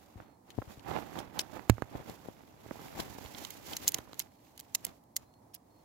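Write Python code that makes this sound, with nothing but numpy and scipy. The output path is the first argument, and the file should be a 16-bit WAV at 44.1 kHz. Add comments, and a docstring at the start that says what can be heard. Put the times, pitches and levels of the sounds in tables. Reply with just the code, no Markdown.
"""Old revolver on a quiet forest floor

An old revolver is handled close to a hand-held camera with a left and a right microphone port.
Its steel clicks, rattles and slides are noise and bouncing impacts ringing through resonant modes.
Fingers knock the camera body (short pushes with booming modes) and rub it (clumped friction noise);
denim and dry needles rustle and snap, and a far bird whistles over a low outdoor murmur."""
import sys
import numpy as np
from scipy import signal
from scipy.fft import rfft, irfft
from scipy.io import wavfile
from scipy.ndimage import uniform_filter1d

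SR = 44100
rng = np.random.default_rng(int(sys.argv[2]) if len(sys.argv) > 2 else 0)


def dump(signal):
    """Clip the signal to [-1, 1] and save it as 16-bit WAV at the path in sys.argv[1]."""
    limited = np.clip(np.atleast_2d(signal).T, -1, 1)
    pcm = np.round(limited * 32767).astype(np.int16)
    wavfile.write(sys.argv[1], SR, pcm)


N = 257544
TIME = np.arange(N) / SR
# In all tables a positive balance_db leans left; levels are set before panning.


def gain_of(db):
    """Decibels to amplitude."""
    return 10 ** (np.asarray(db) / 20)


def unit_rms(x):
    """Scales to unit rms over all channels together."""
    return x / np.sqrt(np.mean(x ** 2) + 1e-20)


def panned(balance_db):
    """Left and right gains of unit mean power, balance_db apart."""
    pair = gain_of(np.array([balance_db, -balance_db]).reshape(2, -1) / 2)
    return pair / np.sqrt(np.mean(pair ** 2, 0))


def add(mix, start_s, sound):
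    """Mixes a stereo sound in at start_s, cut off at the end of the mix."""
    part = mix[:, round(start_s * SR):][:, :sound.shape[1]]
    part += sound[:, :part.shape[1]]


def band(x, edges_hz, kind="bandpass", order=2):
    """Causal Butterworth filter."""
    sections = signal.butter(order, edges_hz, kind, fs=SR, output="sos")
    return signal.sosfilt(sections, x)


def resonance(x, centre_hz, q):
    """One resonant mode driven by x, with unit gain at its centre."""
    b, a = signal.iirpeak(centre_hz, q, fs=SR)
    return signal.lfilter(b, a, x)


def coloured(noise, spectrum):
    """Shapes a full-length noise with a spectrum read on a log-frequency axis, at unit rms."""
    hz = np.fft.rfftfreq(N, 1 / SR)
    point_hz, point_db = np.transpose(spectrum)
    shape_db = np.interp(np.log(hz + 1), np.log(point_hz + 1), point_db)
    return unit_rms(irfft(rfft(noise) * gain_of(shape_db), N))


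def wander(rate_hz):
    """Random drift of unit rms, slower than about rate_hz."""
    knots_per_s = 1000
    knots = np.arange(0, 6, 1 / knots_per_s)
    # the filter counts in SR, so the rate is scaled to the sparser knots
    drift = band(rng.standard_normal(len(knots)), rate_hz * SR / knots_per_s, "lowpass")
    return unit_rms(np.interp(TIME, knots, drift))


# Distant outdoor noise at both ports, relative spectrum: (frequency_hz, density_db)
MURMUR_SPECTRUM = [(25, -26), (60, -7), (110, -1.5), (190, -6), (280, -1.5), (400, -10.5), (600, -9),
                   (850, -7), (1050, -13.5), (1450, -26), (2000, -26.5), (2900, -39), (4200, -32.5),
                   (15500, -33.5)]


def murmur(level_db=-62.5, balance_db=-3.5, shared_hz=380):
    """Distant outdoor noise; its bass reaches both ports alike, the rest differs between them."""
    left, right, both = rng.standard_normal((3, N))
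    air = band(np.array([left, right]), shared_hz, "highpass") + band(both, shared_hz, "lowpass")
    level = gain_of(level_db + 0.6 * wander(3.1))
    return level * coloured(air, MURMUR_SPECTRUM) * panned(balance_db)


# Light, constant shifting of grip and legs, close to the ports, before the layers' own trims:
# (time_s, rub_db, rustle_db, rub_balance_db)
GRIP_SHIFTS = [(0, -61, -66, -20), (0.3, -61, -78, -10), (0.42, -68, -101, -19), (0.58, -60, -63, 10),
               (0.82, -60, -69.5, -10), (1.1, -48.5, -60, -11), (1.28, -56.5, -73, -8),
               (1.45, -52.5, -64, -13.5), (1.85, -56.5, -65.5, -8.5), (2.15, -58, -62.5, -14),
               (2.55, -59.5, -70, 0.5), (2.7, -54, -60, -5), (3.25, -49.5, -55, -7),
               (3.9, -57.5, -65.5, -4.5), (4.15, -58.5, -66, -9), (4.35, -66, -74, -1),
               (4.82, -61.5, -68, -3), (5.05, -71.5, -87, -4), (5.619, -71.5, -83.5, 2.5),
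               (5.84, -66, -74, 3)]
# Strokes of a hand or sleeve: (start_s, hold_s, rub_db, rustle_db, rub_balance_db)
HAND_STROKES = [(0.187, 0.041, -58.5, -72, 5), (0.49, 0.014, -58.5, -68, -5),
                (0.7, 0.025, -53.5, -59.5, -11), (0.894, 0.095, -37, -55, -12),
                (1.171, 0.019, -39.5, -53.5, -10), (1.366, 0.018, -43, -59, -12),
                (1.552, 0.013, -44.5, -59.5, -20), (1.932, 0.071, -49, -64.5, -4.5),
                (2.091, 0.022, -46.5, -56.5, -6), (2.245, 0.041, -55.5, -66, -5),
                (2.814, 0.061, -50, -59, -3), (2.989, 0.0093, -41, -48.5, 9),
                (3.38, 0.048, -50.5, -48.5, -5), (3.512, .025, -60, -55, -15),
                (3.665, 0.052, -55.5, -50, -5.5), (3.713, 0.0097, -46, -47.5, 0.5),
                (3.825, 0.064, -51, -50, 3.5), (3.949, 0.029, -49, -56, -1),
                (4.19, 0.024, -59.5, -60.5, -10.5), (4.458, 0.025, -72, -67.5, -12),
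                (4.858, 0.03, -54, -59, -4), (5.19, .045, -61.5, -70.5, 3)]
# Side the denim and needles are heard from as the camera turns: (time_s, balance_db)
RUSTLE_BALANCE = [(0.65, -1), (0.9, -7.5), (1.6, -8.5), (3.25, -10.5), (3.9, -5.5), (5.84, -2.5)]


def movement(rise_db_per_s=291, fall_db_per_s=219.5):
    """Strokes swell, hold and fade over the shifting: left and right gains of rub and of rustle."""
    t = np.linspace(0, N / SR, 3000)
    time_s, *columns = np.transpose(GRIP_SHIFTS)
    rub_db, rustle_db, balance_db = (np.interp(t, time_s, column) for column in columns)
    rub = gain_of(rub_db) * panned(balance_db)
    rustle = gain_of(rustle_db)
    for start_s, hold_s, rub_db, rustle_db, balance_db in HAND_STROKES:
        rise_db = -rise_db_per_s * np.maximum(start_s - t, 0)
        fall_db = -fall_db_per_s * np.maximum(t - start_s - hold_s, 0)
        swell_db = rise_db + fall_db
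        # hypot adds powers
        rub = np.hypot(rub, gain_of(rub_db + swell_db) * panned(balance_db))
        rustle = np.hypot(rustle, gain_of(rustle_db + swell_db))
    rustle = rustle * panned(np.interp(t, *np.transpose(RUSTLE_BALANCE)))
    return [np.array([np.interp(TIME, t, port) for port in layer]) for layer in (rub, rustle)]


def grains(rough_db, flutter_db, flutter_hz):
    """Friction: countless slips of uneven size that come in clumps."""
    slips, size = rng.standard_normal((2, 2, N))
    return slips * gain_of(rough_db * size + flutter_db * wander(flutter_hz))


# Skin and cloth on the camera body, before the shell's rasp: (frequency_hz, density_db)
RUB_SPECTRUM = [(24, -35), (40, -2.5), (114, -1.5), (233, -2.5), (312, -0.5), (427, -6.5), (819, -6),
                (1380, -13.5), (2540, -20), (3070, -25.5), (3340, -23), (6000, -40), (7800, -59),
                (13200, -120)]
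# Denim and dry needles, relative spectrum: (frequency_hz, density_db)
RUSTLE_SPECTRUM = [(1000, -20), (2000, -1), (3500, -2.5), (5000, -3.5), (7200, -3.5), (9000, -13),
                   (11000, -6), (13000, -4.5), (15500, -6.5), (16500, -27.5)]


def handling(rub, rustle, rustle_trim_db=-0.5, touch_db=-64, firm_db=-48,
             rasp_hz=800, rasp_q=5.9, rasp=0.51):
    """Dull friction on the resonant camera body and the finer rustle of denim and needles."""
    pressure_db = 10 * np.log10(np.mean(rub ** 2, 0))
    touching = 1 / (1 + np.exp(-(pressure_db - touch_db) / 2))  # a light touch barely scrapes
    firm = 1 / (0.5 + np.exp(-(pressure_db - firm_db) / 2))  # a firm one makes the shell rasp
    skin = coloured(grains(5.9, 2.5, 89), RUB_SPECTRUM)
    skin = skin + rasp * firm * resonance(skin, rasp_hz, rasp_q)
    dull = band(skin, 64, "highpass") * rub * touching
    fine = coloured(grains(2.8, 2.1, 49), RUSTLE_SPECTRUM) * gain_of(rustle_trim_db) * rustle
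    return dull + fine


def needles(rustle, per_s=170, spread_db=6.5, level_db=-13.0, lowest_hz=1300, highest_hz=7500,
            cycles=2.5, scatter_db=5, pitches=12):
    """Needles and threads catch and snap as the leg moves: decaying ticks, each at one of a few pitches."""
    out, t = np.zeros((2, N)), np.arange(400) / SR
    chance = rng.random(N)
    which = rng.integers(0, pitches, N)
    size = np.minimum(rng.exponential(1, N), 4)
    snaps = (chance < per_s / SR) * gain_of(spread_db * size)
    for k, hz in enumerate(np.geomspace(lowest_hz, highest_hz, pitches)):
        tick = np.sin(2 * np.pi * hz * t) * np.exp(-np.pi * hz * t / cycles)
        side = panned(scatter_db * rng.uniform(-0.92, 1))  # one side per pitch
        out += side * signal.oaconvolve(snaps * (which == k), tick)[:N]
    return unit_rms(out) * rustle * gain_of(level_db)


# Boom of the camera in the hand: (pitch_hz, level_db, t60_s)
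BODY_BOOM = [(45.3, -12, 0.066), (72.8, -8, 0.11), (109.4, -1, 0.12), (206.5, 3, 0.023), (269, -9.5, 0.035)]
# Fingertips on the camera body; boom is relative to the push's peak:
# (start_s, push_peak_db, brightness_hz, boom_db, balance_db)
BODY_KNOCKS = [(0.157, -39.5, 92, -7, 6.5), (0.202, -34.5, 1570, -16, -18), (0.58, -34.5, 149, 2.5, 6),
               (0.586, -16.5, 700, -18.5, 34), (0.619, -31.5, 1400, -26, -7), (0.6227, -30, 1400, -30, -5),
               (0.673, -41, 109, -20, 17), (0.772, -40.5, 262, -4.5, 6), (1.166, -31, 860, -35, 2),
               (1.3939, -27, 1630, -26, -4), (1.5698, -28.5, 1350, -35, -11),
               (1.6973, -6, 2560, -7.5, -13.5), (1.782, -28, 1430, -20, -17), (1.822, -14, 1650, -23, -17),
               (1.95, -24.5, 410, -13.5, -12), (1.954, -29, 790, -40, 24), (2.000, -32.5, 545, -14, 16),
               (2.096, -28.5, 607, -26, 24), (2.258, -35.5, 670, -47, 14), (2.286, -27, 770, -27, 25),
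               (2.662, -36.5, 690, -15, -11), (2.71, -25.5, 1550, -23, -29), (2.713, -25.5, 790, -27, -12),
               (2.757, -32.5, 835, -29, -21), (3.000, -25, 1200, -25, 23), (3.100, -53.5, 130, 12, -22),
               (3.185, -33, 900, -32, 10), (3.246, -40, 89, -17, -12), (3.9885, -28, 1350, -20, -8),
               (4.075, -42.5, 1000, -15, -19), (4.1323, -34.5, 1410, -28, -6)]


def knocks(contact_cycles=2.54, contact_doubles_db=12, scuff=0.24, scuff_s=0.0038,
           shell_q=8.7, shell=0.31, reach=1.035):
    """A fingertip pushes the shell in and lets go; the spot raps and the whole body booms briefly."""
    out, t = np.zeros((2, N)), np.arange(9000) / SR
    boom = sum(gain_of(db - 60 * t / t60) * np.sin(2 * np.pi * hz * t) for hz, db, t60 in BODY_BOOM)
    for start_s, peak_db, bright_hz, boom_db, balance_db in BODY_KNOCKS:
        # contact time at full scale is in cycles of the rap; a harder push stays longer
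        contact_s = contact_cycles / bright_hz * 2 ** (peak_db / contact_doubles_db)
        u = t / contact_s
        press = (u - 1) * np.exp(-u)
        force = press + scuff * rng.standard_normal((2, len(t))) * np.exp(-t / scuff_s)
        force = force + shell * resonance(force, bright_hz, shell_q)
        push = band(force, reach * bright_hz, "lowpass", order=3)
        knock = push / abs(push).max() + gain_of(boom_db) * boom
        add(out, start_s, gain_of(peak_db) * panned(balance_db) * knock)
    return band(out, 51, "highpass", order=3)


# Whistles of a far bird, pitch before its waver:
# (start_s, length_s, start_pitch_hz, end_pitch_hz, level_db)
FAR_WHISTLES = [(0.192, 0.2, 4240, 4240, -86), (4.262, .18, 4230, 4180, -90),
                (5.218, 0.21, 4100, 4310, -84.5), (5.664, 0.18, 4350, 4250, -83.5)]


def bird(waver=0.0063, flutter_db=4.0):
    """Thin, nearly level sine whistles that flutter on their way through the trees."""
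    out = np.zeros((2, N))
    for start_s, length_s, start_hz, end_hz, level_db in FAR_WHISTLES:
        count = int(length_s * SR)
        hz = np.linspace(start_hz, end_hz, count) * (1 + waver * wander(55)[:count])
        swell = signal.windows.tukey(count, .6) * gain_of(flutter_db * wander(35)[:count])
        whistle = unit_rms(swell * np.sin(2 * np.pi * np.cumsum(hz) / SR))
        add(out, start_s, gain_of(level_db) * panned(-2.2) * whistle)
    return out


# Ring of the cylinder and frame, pitch before the grip shifts it: (pitch_hz, width_hz, level_db)
STEEL_MODES = [(900, 350, -9), (2157, 140, -6), (3210, 530, -3.5), (4220, 750, -1.5), (5020, 170, -6),
               (6320, 850, -1.5), (6720, 420, 2), (7170, 540, -8.5), (9600, 930, -10.5), (10040, 390, -7),
               (11380, 520, -4), (12470, 480, -3), (14070, 550, -4), (15640, 600, -9.5)]


def steel(force, grip, direct):
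    """The gun's modes, damped by the hand; the grip scales their pitch, and some force is heard direct."""
    out = direct * force
    for pitch_hz, width_hz, level_db in STEEL_MODES:
        centre_hz = pitch_hz * grip
        out = out + gain_of(level_db) * resonance(force, centre_hz, centre_hz / width_hz)
    return out


def loudest(x):
    """Rms of the strongest two milliseconds of each channel."""
    return np.sqrt(uniform_filter1d(x ** 2, size=88, axis=-1).max(-1, keepdims=True) + 1e-20)


# Close steel clicks; brightness tilts the bands around level_db:
# (start_s, level_db, brightness_db, balance_db, rattle_s)
STEEL_CLICKS = [(0.504, -50.5, -3.5, 7, 0.016), (0.795, -57.5, -7.5, 5, 0.0041),
                (1.1885, -44.5, -6.5, -26, 0.003), (1.3909, -33, 7, 8, 0.0021),
                (1.3932, -26, -8.5, 1, 0.0045), (1.698, -26, 0.5, -5, .0016),
                (1.821, -49, -2.5, -5, 0.0007), (2.098, -50, -2, -7, .009), (3.002, -37, -6, -23, 0.0062),
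                (3.26, -56, -12, -5, 0.0042), (3.348, -55, -15.5, -8, 0.0069),
                (3.4494, -37, -5, -10, 0.004), (3.505, -40.5, 1, -16, 0.0099),
                (3.7336, -43.5, -10.5, -10, 0.0093), (3.7672, -30.5, 0.5, -3.5, 0.0084),
                (3.875, -45, -4, 1, 0.003), (3.879, -15.5, 5.5, -3.5, 0.0057),
                (3.8863, -27.5, 4, -6, .0022), (3.89, -34.5, 8.5, -1, .002), (3.92, -40, 4, -2, .0027),
                (3.944, -21.5, 0, -4, 0.0041), (3.9845, -42, -2.5, -8, 0.0062),
                (4.1314, -51, -6.5, -15, 0.0028), (4.143, -52.5, -1, 4, 0.0047),
                (4.1942, -27.5, 6, -6, 0.0041), (4.1998, -31.5, -3, -3, .004),
                (4.577, -48, 0.5, -2, 0.0062), (4.6, -44, 4, -9, .002), (4.608, -52, 1, -2, .0016),
                (4.749, -20.5, 3, -1.5, 0.0069), (4.752, -30, 0, -23, .002), (4.85, -29, 6.5, -5, 0.0029),
                (4.8665, -44.5, 1, 0, .005), (4.892, -59, -2, 10.5, .004),
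                (5.0384, -70.5, 3.5, -4.5, 0.0019), (5.165, -24.5, 4, -3, 0.0074),
                (5.339, -69.5, -6.5, -5, .003), (5.544, -47.5, 5.5, -5, 0.0021),
                (5.549, -47.5, 8.5, -11, .0024)]


def clicks(bounce=0.65, bounce_s=.0016, count=5, grit=0.22, snap_s=0.00063, rattle_db=-13,
           onset_db=-24, onset_s=0.0051, body_db=-2.5, snap_db=-1.0, free_rattle_s=.0045,
           ring_from_db=-42, ring_db_per_db=0.34):
    """A part snaps home, bounces and settles; each port hears its own mix of modes."""
    before_s = .006  # short faint onset before the snap
    out, t = np.zeros((2, N)), np.arange(1800) / SR - before_s
    onset = gain_of(onset_db) * np.exp(-(t / onset_s) ** 2)
    snap = np.exp(-(t / snap_s) ** 2)
    for start_s, level_db, bright_db, balance_db, rattle_s in STEEL_CLICKS:
        # a part that stops sooner is held: it hops and rings less
        free = min(rattle_s / free_rattle_s, 1)
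        settling = gain_of(rattle_db) * np.exp(-(t / rattle_s) ** 2)
        contact = onset + (snap + settling) * (t > 0)
        force = grit * rng.standard_normal((2, len(t))) * contact
        # each hop is shorter and weaker
        shrink = np.linspace(1, .5, count)
        gaps = bounce_s * np.sqrt(free) * rng.uniform(0.55, 1, (2, count)) * shrink
        for port, hops in zip(force, np.cumsum(gaps, 1) - gaps):
            port[np.searchsorted(t[:-1], hops + snap_s / 2)] += (-bounce) ** np.arange(count)
        ring = steel(force, grip=1 + .02 * rng.uniform(-1, 1), direct=0.038)
        # the harder a part snaps home, the more the middle modes stand out
        flanks_db = -ring_db_per_db * free * max(level_db - ring_from_db, 0)
        # parts that meet squarely tip the balance from the low modes to the high ones
        bands = [(body_db + flanks_db - bright_db, [900, 4100]),
                 (snap_db, [5000, 8600]),
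                 (flanks_db + bright_db, [9600, 16000])]
        for trim_db, edges_hz in bands:
            part = band(ring, edges_hz, order=3)
            level = gain_of(level_db + trim_db) * panned(balance_db)
            add(out, start_s - before_s, level * part / loudest(part))
    return out


# Close steel sliding on steel, level before its fade: (start_s, level_db, length_s, balance_db)
STEEL_SLIDES = [(1.187, -50, 0.021, -8), (1.389, -37.5, 0.032, 0), (2.996, -42, 0.017, 2),
                (3.728, -52.5, 0.016, 7), (3.882, -34.5, 0.0086, -8.5), (4.202, -48.5, 0.026, -1),
                (4.593, -46, 0.006, -2), (4.747, -40, 0.013, -2), (4.846, -38.5, 0.0034, -6),
                (5.533, -57, 0.038, -3)]


def slides(grit_db=-0.5):
    """Tiny catches follow each other while a part is dragged along the frame: noise through its modes."""
    out = np.zeros((2, N))
    for start_s, level_db, length_s, balance_db in STEEL_SLIDES:
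        count = int(length_s * SR)
        force, size = rng.standard_normal((2, 2, count))
        ring = steel(force * gain_of(grit_db * size), grip=0.79, direct=0.29)
        scrape = unit_rms(band(ring, 600, "highpass"))
        fade = signal.windows.tukey(count, .4) * np.linspace(1.3, .6, count)
        add(out, start_s, gain_of(level_db) * panned(balance_db) * scrape * fade)
    return out


def shaded(x, left_db=-8.5, above_hz=9000):
    """The left port faces away from the gun and loses some of the top."""
    hz = np.fft.rfftfreq(N, 1 / SR)
    shade = gain_of(left_db / (1 + (above_hz / (hz + 1)) ** 8))
    return np.array([irfft(rfft(x[0]) * shade, N), x[1]])


def forest(x, t60=.3, wet_db=-35):
    """Ground and trunks scatter back a faint, short tail: decaying noise that starts after 5 ms."""
    t = np.arange(SR // 2) / SR
    scatter = band(rng.standard_normal((2, len(t))), 7000, "lowpass", order=1)
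    tail = scatter * gain_of(-60 * t / t60) * (t > .005)
    tail = tail / np.linalg.norm(tail[0])
    return x + gain_of(wet_db) * signal.fftconvolve(x, tail, axes=1)[:, :N]


def scene():
    """The wood, the hands on the camera and the gun close by; only the gun gets the forest's tail."""
    rub, rustle = movement()
    hands = handling(rub, rustle) + needles(rustle) + knocks()
    gun = forest(shaded(clicks() + slides()))
    return murmur() + hands + bird() + gun


def record(dry, edge_hz=16100):
    """The recorder's band limit: a steep linear-phase lowpass."""
    lowpass = signal.firwin(401, edge_hz, window=("kaiser", 9), fs=SR)
    return signal.oaconvolve(dry, lowpass[None], "same")


dry = scene()
out = record(dry)
dump(out)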